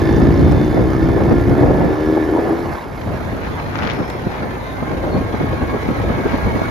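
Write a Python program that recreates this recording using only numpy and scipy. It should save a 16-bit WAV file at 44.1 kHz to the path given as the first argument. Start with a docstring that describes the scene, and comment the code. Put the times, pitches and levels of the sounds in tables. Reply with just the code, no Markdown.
"""On board a small motorcycle on a dirt track, heard by a hand-held camera that swings to the side.
The single cylinder pulls up through one gear, then the throttle shuts: pulses ring through pipe and casing.
Shaped noise makes the wind's rumble and buffets, the wash of the road and the rasps of grit.
Wavering sines make the gear whine, the brake whistle and the whines of other machines."""
import sys
import numpy as np
from scipy import signal
from scipy.fft import rfft, irfft
from scipy.io import wavfile
from scipy.ndimage import uniform_filter1d, map_coordinates

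SR = 44100
rng = np.random.default_rng(int(sys.argv[2]) if len(sys.argv) > 2 else 0)


def generate_wav(signal):
    """Clip the signal to [-1, 1] and save it as 16-bit WAV at the path in sys.argv[1]."""
    frames = np.transpose(np.atleast_2d(signal))
    scaled = np.clip(frames, -1, 1) * 32767
    pcm = np.round(scaled).astype(np.int16)
    wavfile.write(sys.argv[1], SR, pcm)


N = 295470
TIME = np.arange(N) / SR
BINS = np.fft.rfftfreq(N, 1 / SR)
LOG_BINS = np.log(BINS + 1)

# Relative levels and nominal pitches are trimmed, flickered or wavered by the function that plays them.
# engine pulling up through one gear: (time [s], firing rate [1/s])
REVS = [(0, 54.4), (.35, 57.1), (.5, 58.9), (.73, 62.1), (1.0, 65.2), (1.3, 68.2), (1.55, 71.6),
        (1.66, 73.8), (1.9, 75.4), (2.2, 79.6), (2.5, 83.2), (2.8, 87)]
# exhaust note, surging and sagging near the top of the pull: (time [s], relative level [dB])
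EXHAUST = [(0, -16.5), (.35, -16), (.8, -19.5), (1.2, -19.5), (1.65, -18), (1.85, -26), (1.93, -20.5),
           (1.97, -21.5), (2.04, -20), (2.1, -14.5), (2.16, -18), (2.22, -18), (2.25, -20.5), (2.35, -16),
           (2.47, -24.5), (2.52, -17), (2.55, -20.5), (2.577, -29), (2.605, -15.5), (2.8, -24)]
# silencer response: (frequency [Hz], gain [dB])
PIPE = [(20, -45.5), (65, -11), (120, -7.5), (180, -18), (240, -7.5), (285, 5.5), (335, 8), (380, 4),
        (430, -2.5), (500, -7.5), (700, -14), (1050, -25), (2000, -43.5), (5000, -75.5)]
# ringing modes of the engine casing: (nominal frequency [Hz], width [Hz], relative level [dB])
CASING = [(1040, 110, -12), (1395, 50, 5), (1735, 33, 49), (2010, 70, 15), (3630, 420, -11),
          (5300, 310, -20.5)]
# clatter of the casing: (time [s], level [dB])
CLATTER = [(.15, -29.5), (.3, -34), (.5, -40), (.87, -39), (1.0, -35), (1.9, -36.5), (2.2, -33.5),
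           (2.5, -40), (2.82, -46), (2.88, -65), (3.3, -100)]
# sizzle of the valve gear: (frequency [Hz], gain [dB])
SIZZLE = [(1500, -40), (2700, 3), (3300, 0), (3900, 0.5), (5050, 2), (5500, -12), (6700, -5), (8000, -40)]
# rubbing brake, fading as the machine gathers speed: (time [s], nominal pitch [Hz], relative level [dB])
WHISTLE = [(0, 3560, -45), (.13, 3570, -42.5), (.33, 3620, -51), (.48, 3575, -44), (.65, 3530, -43),
           (.82, 3560, -48), (.9, 3570, -57), (.98, 3576, -50), (1.18, 3560, -47), (1.24, 3560, -54),
           (1.38, 3560, -50), (1.52, 3560, -62), (2.08, 3595, -50), (2.35, 3590, -62), (2.9, 3590, -95)]
# swing of the camera to the side: (time [s], share of the swing [0-1])
TURN = [(3.0, 0.038), (3.4, 0.61), (4.2, 0.76)]
# shade of the machine on the left port when facing ahead: (frequency [Hz], gain [dB])
SHADE = [(1000, 1.5), (1400, -9.5), (1750, -10), (2200, -9), (2700, -1)]
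# wash of tyres, chain and other motorcycles: (time [s], relative level [dB])
ROAD = [(0, -34), (.6, -36), (2.8, -35.5), (2.88, -40.5), (2.99, -38), (3.06, -37), (4.15, -38.5),
        (5.2, -37.5), (6.7, -34)]
# spectra of the wash, facing ahead and facing sideways: (frequency [Hz], gain [dB])
ROAD_AHEAD = [(100, -28), (500, 8.5), (1000, 9), (1350, 8), (2200, 2.5), (2700, -10), (4400, -14.5),
              (5800, -17.5), (7500, -40), (11000, -101)]
ROAD_ASIDE = [(100, -3), (500, 8.5), (1000, 8), (1350, 5.5), (2250, 1), (2700, -8.5), (4200, -10.5),
              (5200, -21), (6500, -18.5), (8000, -72), (11000, -61)]
# likeness of the two ports, facing ahead and facing sideways: (frequency [Hz], left-right likeness [0-1])
AHEAD_LIKENESS = [(300, 0.042), (1000, 1), (1600, 0), (2200, 0.41), (3000, 1), (5000, 1), (6000, 0.11)]
ASIDE_LIKENESS = [(300, 0.32), (1300, 0.48), (4000, 0.15), (7000, 0.11)]
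# low thrum of motorcycles running nearby: (frequency [Hz], gain [dB])
THRUM = [(25, -33), (50, 11.5), (69, 2), (88, 2.5), (135, 3.5), (200, -5.5), (500, -68)]
# faint hiss on top: (frequency [Hz], gain [dB])
HISS = [(4000, -13), (7000, 5), (8500, -0.5), (10800, 4), (12500, -1), (14400, 2)]
# left-right phase of the hiss: (frequency [Hz], phase [half turns])
HISS_PHASE = [(6000, 0), (7900, .9), (9000, 1.1), (10000, 1.5), (11000, 1.85), (12700, 2.15), (15000, 2.8)]
# gear whine: (time [s], nominal mesh rate [Hz], relative level [dB])
WHINE = [(0, 532.5, -38), (.9, 541, -37.5), (1.7, 548, -40), (2.6, 550, -40.5), (4.3, 519, -57),
         (4.68, 517, -46), (4.78, 519, -46), (4.92, 534.3, -47.5), (5.2, 534, -43.5), (5.43, 546.3, -45.5),
         (5.72, 553, -41.5), (5.92, 551.3, -50), (6.22, 552.5, -40.5), (6.35, 548, -44), (6.55, 557, -42)]
# its overtones: (multiple of the mesh rate, gain facing ahead [dB], gain facing sideways [dB])
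OVERTONES = [(2, -13.5, 6), (3, -10, 4), (4, -5, 1)]
# its brightness: (time [s], tilt [dB per overtone])
WHINE_TILT = [(3, -5), (4.8, -1), (5.5, -3), (6.2, 2.5)]
# airflow, strong at first, then slack, then freshening: (time [s], relative rumble level [dB])
WIND = [(0, -15.5), (.15, -14.5), (1.72, -15), (2.0, -24.5), (2.98, -32), (3.08, -23.5), (4.65, -27),
        (5.2, -24), (6.7, -21.5)]
# gusts: (time [s], length [s], rumble level [dB], roar level [dB])
GUSTS = [(0.195, 0.12, -13, -24.5), (0.378, 0.27, -13.5, -30), (.53, 0.078, -15.5, -24),
         (0.788, 0.06, -14.5, -16.5), (1.164, .12, -22, -19.5), (1.283, 0.12, -17, -18.5),
         (1.512, 0.062, -13.5, -19), (1.655, 0.11, -14, -14), (1.835, 0.27, -25, -18.5),
         (2.177, 0.012, -40, -10.5), (2.396, .007, -40, -16), (2.454, 0.22, -40, -19.5),
         (2.657, 0.15, -26, -34), (3.153, .15, -39, -38), (3.873, 0.097, -42, -29.5),
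         (4.436, 0.071, -25.5, -26.5), (4.916, 0.06, -21, -25), (5.082, 0.11, -23, -23),
         (5.16, 0.035, -17.5, -42), (5.27, 0.15, -28, -28.5), (5.628, 0.028, -15, -19.5),
         (5.749, 0.039, -39, -19.5), (6.066, 0.19, -22, -25), (6.466, 0.051, -15, -28),
         (6.555, 0.049, -20, -27)]
# eddies that strike the microphone: (time [s], relative level [dB], length [s])
BUFFETS = [(.805, -19, 0.031), (1.32, -7, 0.019), (1.808, -9.5, 0.012), (1.852, -10.5, 0.026),
           (2.12, -19, 0.028), (3.076, -21, 0.0078), (3.85, -19.5, 0.04), (4.008, -15.5, 0.036),
           (4.27, -12, 0.011), (4.83, -14, 0.011), (5.535, -18.5, 0.016), (5.17, -14.5, 0.054),
           (5.345, -15, 0.012), (5.41, -11, 0.012), (5.44, -15.5, 0.017), (5.745, -20.5, 0.03),
           (5.89, -10.5, .005), (5.91, -14, 0.019), (6.1, -13.5, 0.018), (6.19, -17.5, 0.04),
           (6.263, -8.5, 0.011), (6.343, -10.5, 0.015), (6.475, -19, 0.023), (6.565, -14, 0.017),
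           (6.619, -9, 0.0048)]
# spectra of the wind's rumble, its roar and a buffet: (frequency [Hz], gain [dB])
RUMBLE = [(15, -32), (28, -27), (45, -8), (65, -0.5), (120, -0.5), (180, -5), (260, -4), (450, -17.5),
          (1000, -102.5)]
ROAR = [(60, -61.5), (160, -15), (300, 2), (500, 1), (800, -5), (1200, -17), (2200, -27), (4500, -71),
        (9000, -102)]
BUFFET = [(30, -25), (80, -7.5), (170, 5), (320, -0.5), (550, -8), (1000, -19), (2500, -36), (6000, -86)]
# likeness of the wind at the two ports: (frequency [Hz], left-right likeness [0-1])
WIND_LIKENESS = [(60, 1), (130, 0.4), (300, 0.38), (700, 0.6), (2000, 0.12)]
# whines of other machines: (time [s], relative level [dB], length [s], nominal pitch [Hz])
FAR_WHINES = [(.1, -40, 0.18, 1765), (.4, -38, 0.15, 1050), (1.386, -37, 0.12, 1392),
              (4.474, -44, 0.32, 1747), (5.703, -37, 0.15, 1120), (6.03, -39.5, .25, 1290),
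              (6.28, -36, 0.13, 1578), (6.45, -35.5, .4, 656)]
# small sharp ticks: (time [s], level [dB], length [s])
TICKS = [(.196, -44, 0.0017), (.522, -28, 0.0034), (3.936, -30, 0.0014), (4.102, -30, 0.0056)]
# clods crunching under the tyres: (time [s], relative level [dB], decay [s])
CRUNCHES = [(3.014, -32.5, 0.0073), (3.755, -22.5, 0.0075), (3.786, -23, 0.01), (3.828, -24, 0.013),
            (3.848, -24.5, 0.0082), (3.871, -19, 0.0063), (3.897, -22.5, 0.022), (6.32, -28, .005)]
# spectrum of a crunch: (frequency [Hz], gain [dB])
CRUNCH = [(300, -3), (1200, 11.5), (3500, 3.5), (7000, -14.5), (9000, -55)]
# tyre rasps on grit: (time [s], relative level [dB], length [s])
RASPS = [(3.45, -30.5, 0.049), (3.6, -28.5, 0.018), (3.865, -25, 0.21), (4.36, -30.5, 0.098),
         (6.32, -29, 0.088)]
# spectrum of a rasp: (frequency [Hz], gain [dB])
GRIT = [(200, 5), (800, 16.5), (1500, 14.5), (2300, 10), (3200, -1.5), (5500, -11), (7000, -20),
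        (9000, -103), (14000, -46)]
# faint high squeaks off to the left: (time [s], left level [dB], length [s], centre pitch [Hz])
SQUEAKS = [(4.033, -49, 0.28, 5300), (4.682, -46.5, 0.12, 3730), (5.14, -45, 0.073, 4300)]

# the throttle is held, then shuts: the note drops at once and dies away
SHUT_S, SHUT_DROP_DB, SHUT_TIME_S, DIE_DB_PER_S = 2.548, 4, .03, 62
# near the top of the revs the note breaks into an uneven growl
GROWL_S, GROWL_LENGTH_S, GROWL_WOBBLE_S = 2.3, 0.18, 0.00058
# the casing rings a little sharp at first (share of pitch), while the engine labours
LABOUR_S, LABOUR_SHARP = 0.35, 0.0091
# the valve gear's ticking ring: centre pitch, width, level at the start and spread between strokes
RATTLE_HZ, RATTLE_WIDTH_HZ, RATTLE_DB, RATTLE_SPREAD_DB = 5600, 450, -52, 8
# sizzle and ring fade as the engine smooths out
RATTLE_FADE_DB_PER_S = 5
# the hiss sits below the wash level
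HISS_DB = -13.5
# the roar follows the airflow by a share of its dB
ROAR_SHARE, ROAR_DB = 0.45, -19.5
# upper band limit
CUT_HZ = 14450


def amp(db):
    """Decibels to gain."""
    return np.exp(np.asarray(db) * (np.log(10) / 20))


def unit(x):
    """Scales to rms 1."""
    return x / np.sqrt(np.mean(x ** 2) + 1e-20)


def curves(rows):
    """Every column of a table, joined by straight lines in time."""
    s, *columns = np.transpose(rows)
    return [np.interp(TIME, s, column) for column in columns]


def across(points):
    """Reads (Hz, value) points on a log-frequency axis."""
    hz, value = np.transpose(points)
    return np.interp(LOG_BINS, np.log(hz), value)


def colour(x, points, size=4096):
    """Causal minimum-phase filter with the given (Hz, dB) response."""
    hz = abs(np.fft.fftfreq(size, 1 / SR))
    log_gain = np.log(amp(np.interp(hz, BINS, across(points))))
    taps = np.fft.ifft(np.exp(signal.hilbert(log_gain).conj())).real
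    return signal.oaconvolve(x, taps[:size // 2])[:N]


def drift(rate, size=16384):
    """Smooth chance of rms 1 that moves up to about rate times a second."""
    spectrum = rfft(rng.standard_normal(size))
    slow = irfft(spectrum / (1 + (BINS[:size // 2 + 1] / rate) ** 4))
    return np.interp(TIME, np.linspace(0, TIME[-1], size), unit(slow))


def white():
    """The spectrum of a fresh white noise."""
    return rng.standard_normal(2 * len(BINS)).view(complex)


def noise_pair(points, likeness):
    """Coloured noise at the two microphone ports, partly alike."""
    same = across(likeness)
    mid = white() * np.sqrt(1 + same)
    side = white() * np.sqrt(1 - same)
    return unit(irfft(np.array([mid + side, mid - side]) * amp(across(points)), N))


def bursts(rows):
    """A bell-shaped swell for each (s, dB, length) row, summed in power."""
    power = np.zeros(N)
    for s, db, length in rows:
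        near = slice(*np.searchsorted(TIME, [s - 2 * length, s + 2 * length]))
        power[near] += amp(db) ** 2 * np.exp(-(2 * (TIME[near] - s) / length) ** 2)
    return np.sqrt(power)


def steadied(pair, size=700):
    """Evens out the chance swells of a noise, so that each burst cut from it has its own strength."""
    return pair / np.sqrt(uniform_filter1d((pair ** 2).mean(0), size) + 1e-9)


def patchy(pair, depth_db, size=1024):
    """Patches of the spectrum swell and sink by chance, so the wash churns."""
    overlap = size * 3 // 4
    z = signal.stft(pair, nperseg=size, noverlap=overlap)[2]
    field = rng.standard_normal(z.shape[1:])
    field = uniform_filter1d(field, size=4, axis=0)  # smooth over frequency
    field = unit(uniform_filter1d(field, size=9, axis=1))  # smooth over time
    z = z * unit(amp(depth_db * field))
    return signal.istft(z, nperseg=size, noverlap=overlap)[1][:, :N]


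def turned(pair, lead_s=0.000456):
    """The swing lifts the shade from the left port and lets the sound reach it first."""
    turn, = curves(TURN)
    left = turn * pair[0] + (1 - turn) * colour(pair[0], SHADE)
    right = map_coordinates(pair[1], [(TIME - lead_s * turn) * SR], order=3, mode="nearest")
    return np.array([left, right])


def engine(unevenness=0.14, puff_db=-13, flutter_db=0.75, wobble_s=0.00017, knock_puff_db=-14):
    """Each firing sends a pulse and a puff of gas down the silencer and knocks the casing."""
    rate, = curves(REVS)
    shut = np.maximum(TIME - SHUT_S, 0)
    throttle_db = -SHUT_DROP_DB * np.minimum(shut / SHUT_TIME_S, 1) - DIE_DB_PER_S * shut
    cycles = np.cumsum(rate) / SR + .002 * drift(20)
    pulses = np.diff(np.floor(cycles), prepend=0)
    firings = unit(pulses * (1 + unevenness * drift(81)))
    puffs = unit(np.exp(-5 * (cycles % 1)) * rng.standard_normal(N))
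    pipe = colour(firings + amp(puff_db) * puffs, PIPE)
    # the note's timing wavers, most of all in the growl
    growl = np.exp(-((TIME - GROWL_S) / GROWL_LENGTH_S) ** 2)
    pipe = np.interp(TIME + (wobble_s + GROWL_WOBBLE_S * growl) * drift(25), TIME, pipe)
    knocks = casing(firings + amp(knock_puff_db) * puffs)
    # level both by their strength while the throttle is held
    pulling = TIME < SHUT_S
    exhaust = pipe / np.std(pipe[pulling]) * amp(curves(EXHAUST)[0] + flutter_db * drift(9.2))
    clatter = knocks / np.std(knocks[pulling]) * amp(curves(CLATTER)[0])
    return (exhaust + rattle(firings, puffs)) * amp(throttle_db) + clatter


def casing(drive, wander=0.0088):
    """The engine's metal parts ring in a few broad modes that wander slightly."""
    stretch = 1 + LABOUR_SHARP * np.exp(-(TIME / LABOUR_S) ** 2) + wander * drift(4)
    clock = np.cumsum(stretch) / SR
    out = np.zeros(N)
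    for hz, width, db in CASING:
        # shift the mode down to zero frequency, let it ring there, shift it back
        spin = np.exp(2j * np.pi * hz * clock)
        r = np.exp(-np.pi * width / SR)
        out += amp(db) * (spin * signal.lfilter([1 - r], [1, -r], drive / spin)).real
    band = signal.butter(2, [700, 4500], "band", fs=SR, output="sos")
    return signal.sosfilt(band, out)


def rattle(firings, puffs, detune=.05, sizzle_db=-44.5):
    """The valve gear sizzles with every firing and rings on every second one, never quite at the same pitch."""
    t = TIME[:1024]
    rings = np.zeros(N + 1024)
    strokes = np.flatnonzero(firings)[::2]
    for at, (force, offset) in zip(strokes, rng.uniform(-1, 1, (len(strokes), 2))):
        tone = np.sin(2 * np.pi * RATTLE_HZ * (1 + detune * offset) * t)
        ring = tone * t * np.exp(-np.pi * RATTLE_WIDTH_HZ * t)
        rings[at:at + len(t)] += ring * amp(RATTLE_SPREAD_DB * force)
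    sizzle = unit(colour(puffs + rng.standard_normal(N), SIZZLE)) * amp(sizzle_db)
    return (unit(rings[:N]) * amp(RATTLE_DB) + sizzle) * amp(-RATTLE_FADE_DB_PER_S * TIME)


def gravel(per_s=70, spread_db=5, gravel_db=-55):
    """Small stones crackle at random under the tyres; a few are much louder."""
    hits = rng.random(N) < per_s / SR
    sizes = amp(spread_db * np.minimum(rng.exponential(1, N), 3.5)) * hits
    crunch = rng.standard_normal(200) * np.exp(-np.arange(200) / 35)
    snaps = signal.oaconvolve(sizes, crunch)[:N]
    stone = [(400, -6), (1800, 12.0), (5000, 5.5), (8000, -37.0), (13000, -4.0)]  # (Hz, dB)
    return unit(colour(snaps, stone)) * amp(gravel_db)


def whistle(waver=0.0013, flicker_db=1.0, whistle_db=-3.0):
    """A thin unsteady metal tone that swells and fades as the brake rubs."""
    hz, level = curves(WHISTLE)
    phase = 2 * np.pi * np.cumsum(hz * (1 + waver * drift(60))) / SR
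    return unit(np.sin(phase)) * amp(level + whistle_db + flicker_db * drift(25))


def road(ahead_db=7, aside_db=9.5, shake_db=1.26, shake_rate=70, thrum_db=-35, patchy_db=2.34):
    """Tyres, chain and other engines merge into a shaking wash over a low thrum."""
    level, = curves(ROAD)
    turn, = curves(TURN)
    ahead = np.sqrt(1 - turn) * noise_pair(ROAD_AHEAD, AHEAD_LIKENESS) * amp(ahead_db)
    aside = np.sqrt(turn) * noise_pair(ROAD_ASIDE, ASIDE_LIKENESS) * amp(aside_db)
    thrum = unit(colour(rng.standard_normal(N), THRUM)) * amp(thrum_db)
    ahead = np.array([colour(ahead[0], SHADE), ahead[1]])
    wash = patchy(ahead + turned(aside), patchy_db)
    return wash * amp(level + shake_db * drift(shake_rate)) + thrum


def hiss(flicker_db=1.5):
    """One faint hiss that follows the wash, its phase differing between left and right."""
    left = white() * amp(across(HISS))
    right = left * np.exp(1j * np.pi * across(HISS_PHASE))
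    pair = irfft(np.array([left, right]), N)
    return unit(pair) * amp(curves(ROAD)[0] + HISS_DB + flicker_db * drift(120))


def whine(flicker_db=2.5, left_db=1, right_db=-2):
    """Gear teeth sing three wavering overtones, which come out as the camera swings and then brighten."""
    hz, level = curves(WHINE)
    turn, = curves(TURN)
    tilt, = curves(WHINE_TILT)
    waver = (.009 - .002 * turn) * drift(65) + .0028 * drift(7)
    phase = 2 * np.pi * np.cumsum(hz * (1 + waver)) / SR
    tones = np.zeros(N)
    # the tilt pivots on the middle overtone
    for step, (multiple, ahead_db, aside_db) in enumerate(OVERTONES, -1):
        tone = unit(np.sin(multiple * phase) * amp(flicker_db * drift(16)))
        facing_db = (1 - turn) * ahead_db + turn * aside_db
        tones += tone * amp(level + step * tilt + facing_db)
    return tones * amp([[left_db], [right_db]])


def wind(rumble_db=-1, swell_db=-1.5, swell_rate=7, roar_flutter_db=2.0, flutter_rate=45, buffet_db=-1):
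    """Turbulence at the ports: airflow and gusts drive a rumble and a fluttering roar, and large eddies thump."""
    flow_db = curves(WIND)[0] + swell_db * drift(swell_rate)
    rumble_gusts = bursts([(s, db, length) for s, length, db, _ in GUSTS])
    roar_gusts = bursts([(s, db, length) for s, length, _, db in GUSTS])
    rumble_gain = np.hypot(amp(flow_db + rumble_db), rumble_gusts)
    roar_gain = np.hypot(amp(ROAR_SHARE * flow_db + ROAR_DB), roar_gusts)
    rumble = noise_pair(RUMBLE, WIND_LIKENESS) * rumble_gain
    flutter = amp(roar_flutter_db * drift(flutter_rate))
    roar = unit(noise_pair(ROAR, WIND_LIKENESS) * flutter) * roar_gain
    thumps = steadied(noise_pair(BUFFET, WIND_LIKENESS)) * bursts(BUFFETS) * amp(buffet_db)
    return rumble + roar + thumps


def far_whines(waver=0.0049, flicker_db=1.5, far_db=-1):
    """Other machines' whines swell out of the wash and sink back."""
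    phase = 2 * np.pi * np.cumsum(1 + waver * drift(29.5)) / SR  # of a 1 Hz tone
    tones = sum(unit(np.sin(hz * phase)) * bursts([(s, db, length)]) for s, db, length, hz in FAR_WHINES)
    return tones * amp(far_db + flicker_db * drift(25))


def grit(grain_db=3.0, grain_rate=400, left_db=2.5, rise_s=0.0013):
    """Grainy rasps from the tyres, clods that crunch under them, and a few ticks of flung stones."""
    likeness = [(300, 0.24), (1500, 0.063)]  # (Hz, left-right likeness)
    grain = amp(grain_db * drift(grain_rate))
    rasps = unit(noise_pair(GRIT, likeness) * grain) * bursts(RASPS)
    crushing = np.zeros(N)
    for s, db, decay in CRUNCHES:
        age = np.maximum(TIME - s, 0)
        crushing += amp(db) * np.minimum(age / rise_s, 1) * np.exp(-np.minimum(age / decay, 10) ** 2)
    crunches = unit(noise_pair(CRUNCH, likeness) * grain) * crushing
    tick = [(1000, 16.5), (5000, 6), (15000, -7)]  # (Hz, dB)
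    ticks = noise_pair(tick, ASIDE_LIKENESS) * bursts(TICKS)
    return (rasps + crunches) * amp([[left_db], [-left_db]]) + ticks


def squeaks(width_hz=150, right_db=-8):
    """Short fuzzy high notes: noise narrowed to a band around each pitch, weaker on the right."""
    out = np.zeros(N)
    for s, db, length, hz in SQUEAKS:
        note = irfft(white() / (1 + ((BINS - hz) / width_hz) ** 2), N)
        out += unit(note) * bursts([(s, db, length)])
    return out * amp([[0], [right_db]])


def scene():
    """The machine and the track around the camera, and the wind right on it."""
    machine = engine() + gravel() + whistle()
    track = road() + hiss() + far_whines() + grit() + squeaks()
    return turned([machine, machine]) + whine() + track + wind()


def record(dry):
    """Peaks round off near full scale; then the band limit."""
    rounded = dry / (1 + (dry * dry) ** 4) ** (1 / 8)
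    lowpass = signal.firwin(511, CUT_HZ, window=("kaiser", 9), fs=SR)
    return signal.oaconvolve(rounded, lowpass[None], "same")


dry = scene()
out = record(dry)
generate_wav(out)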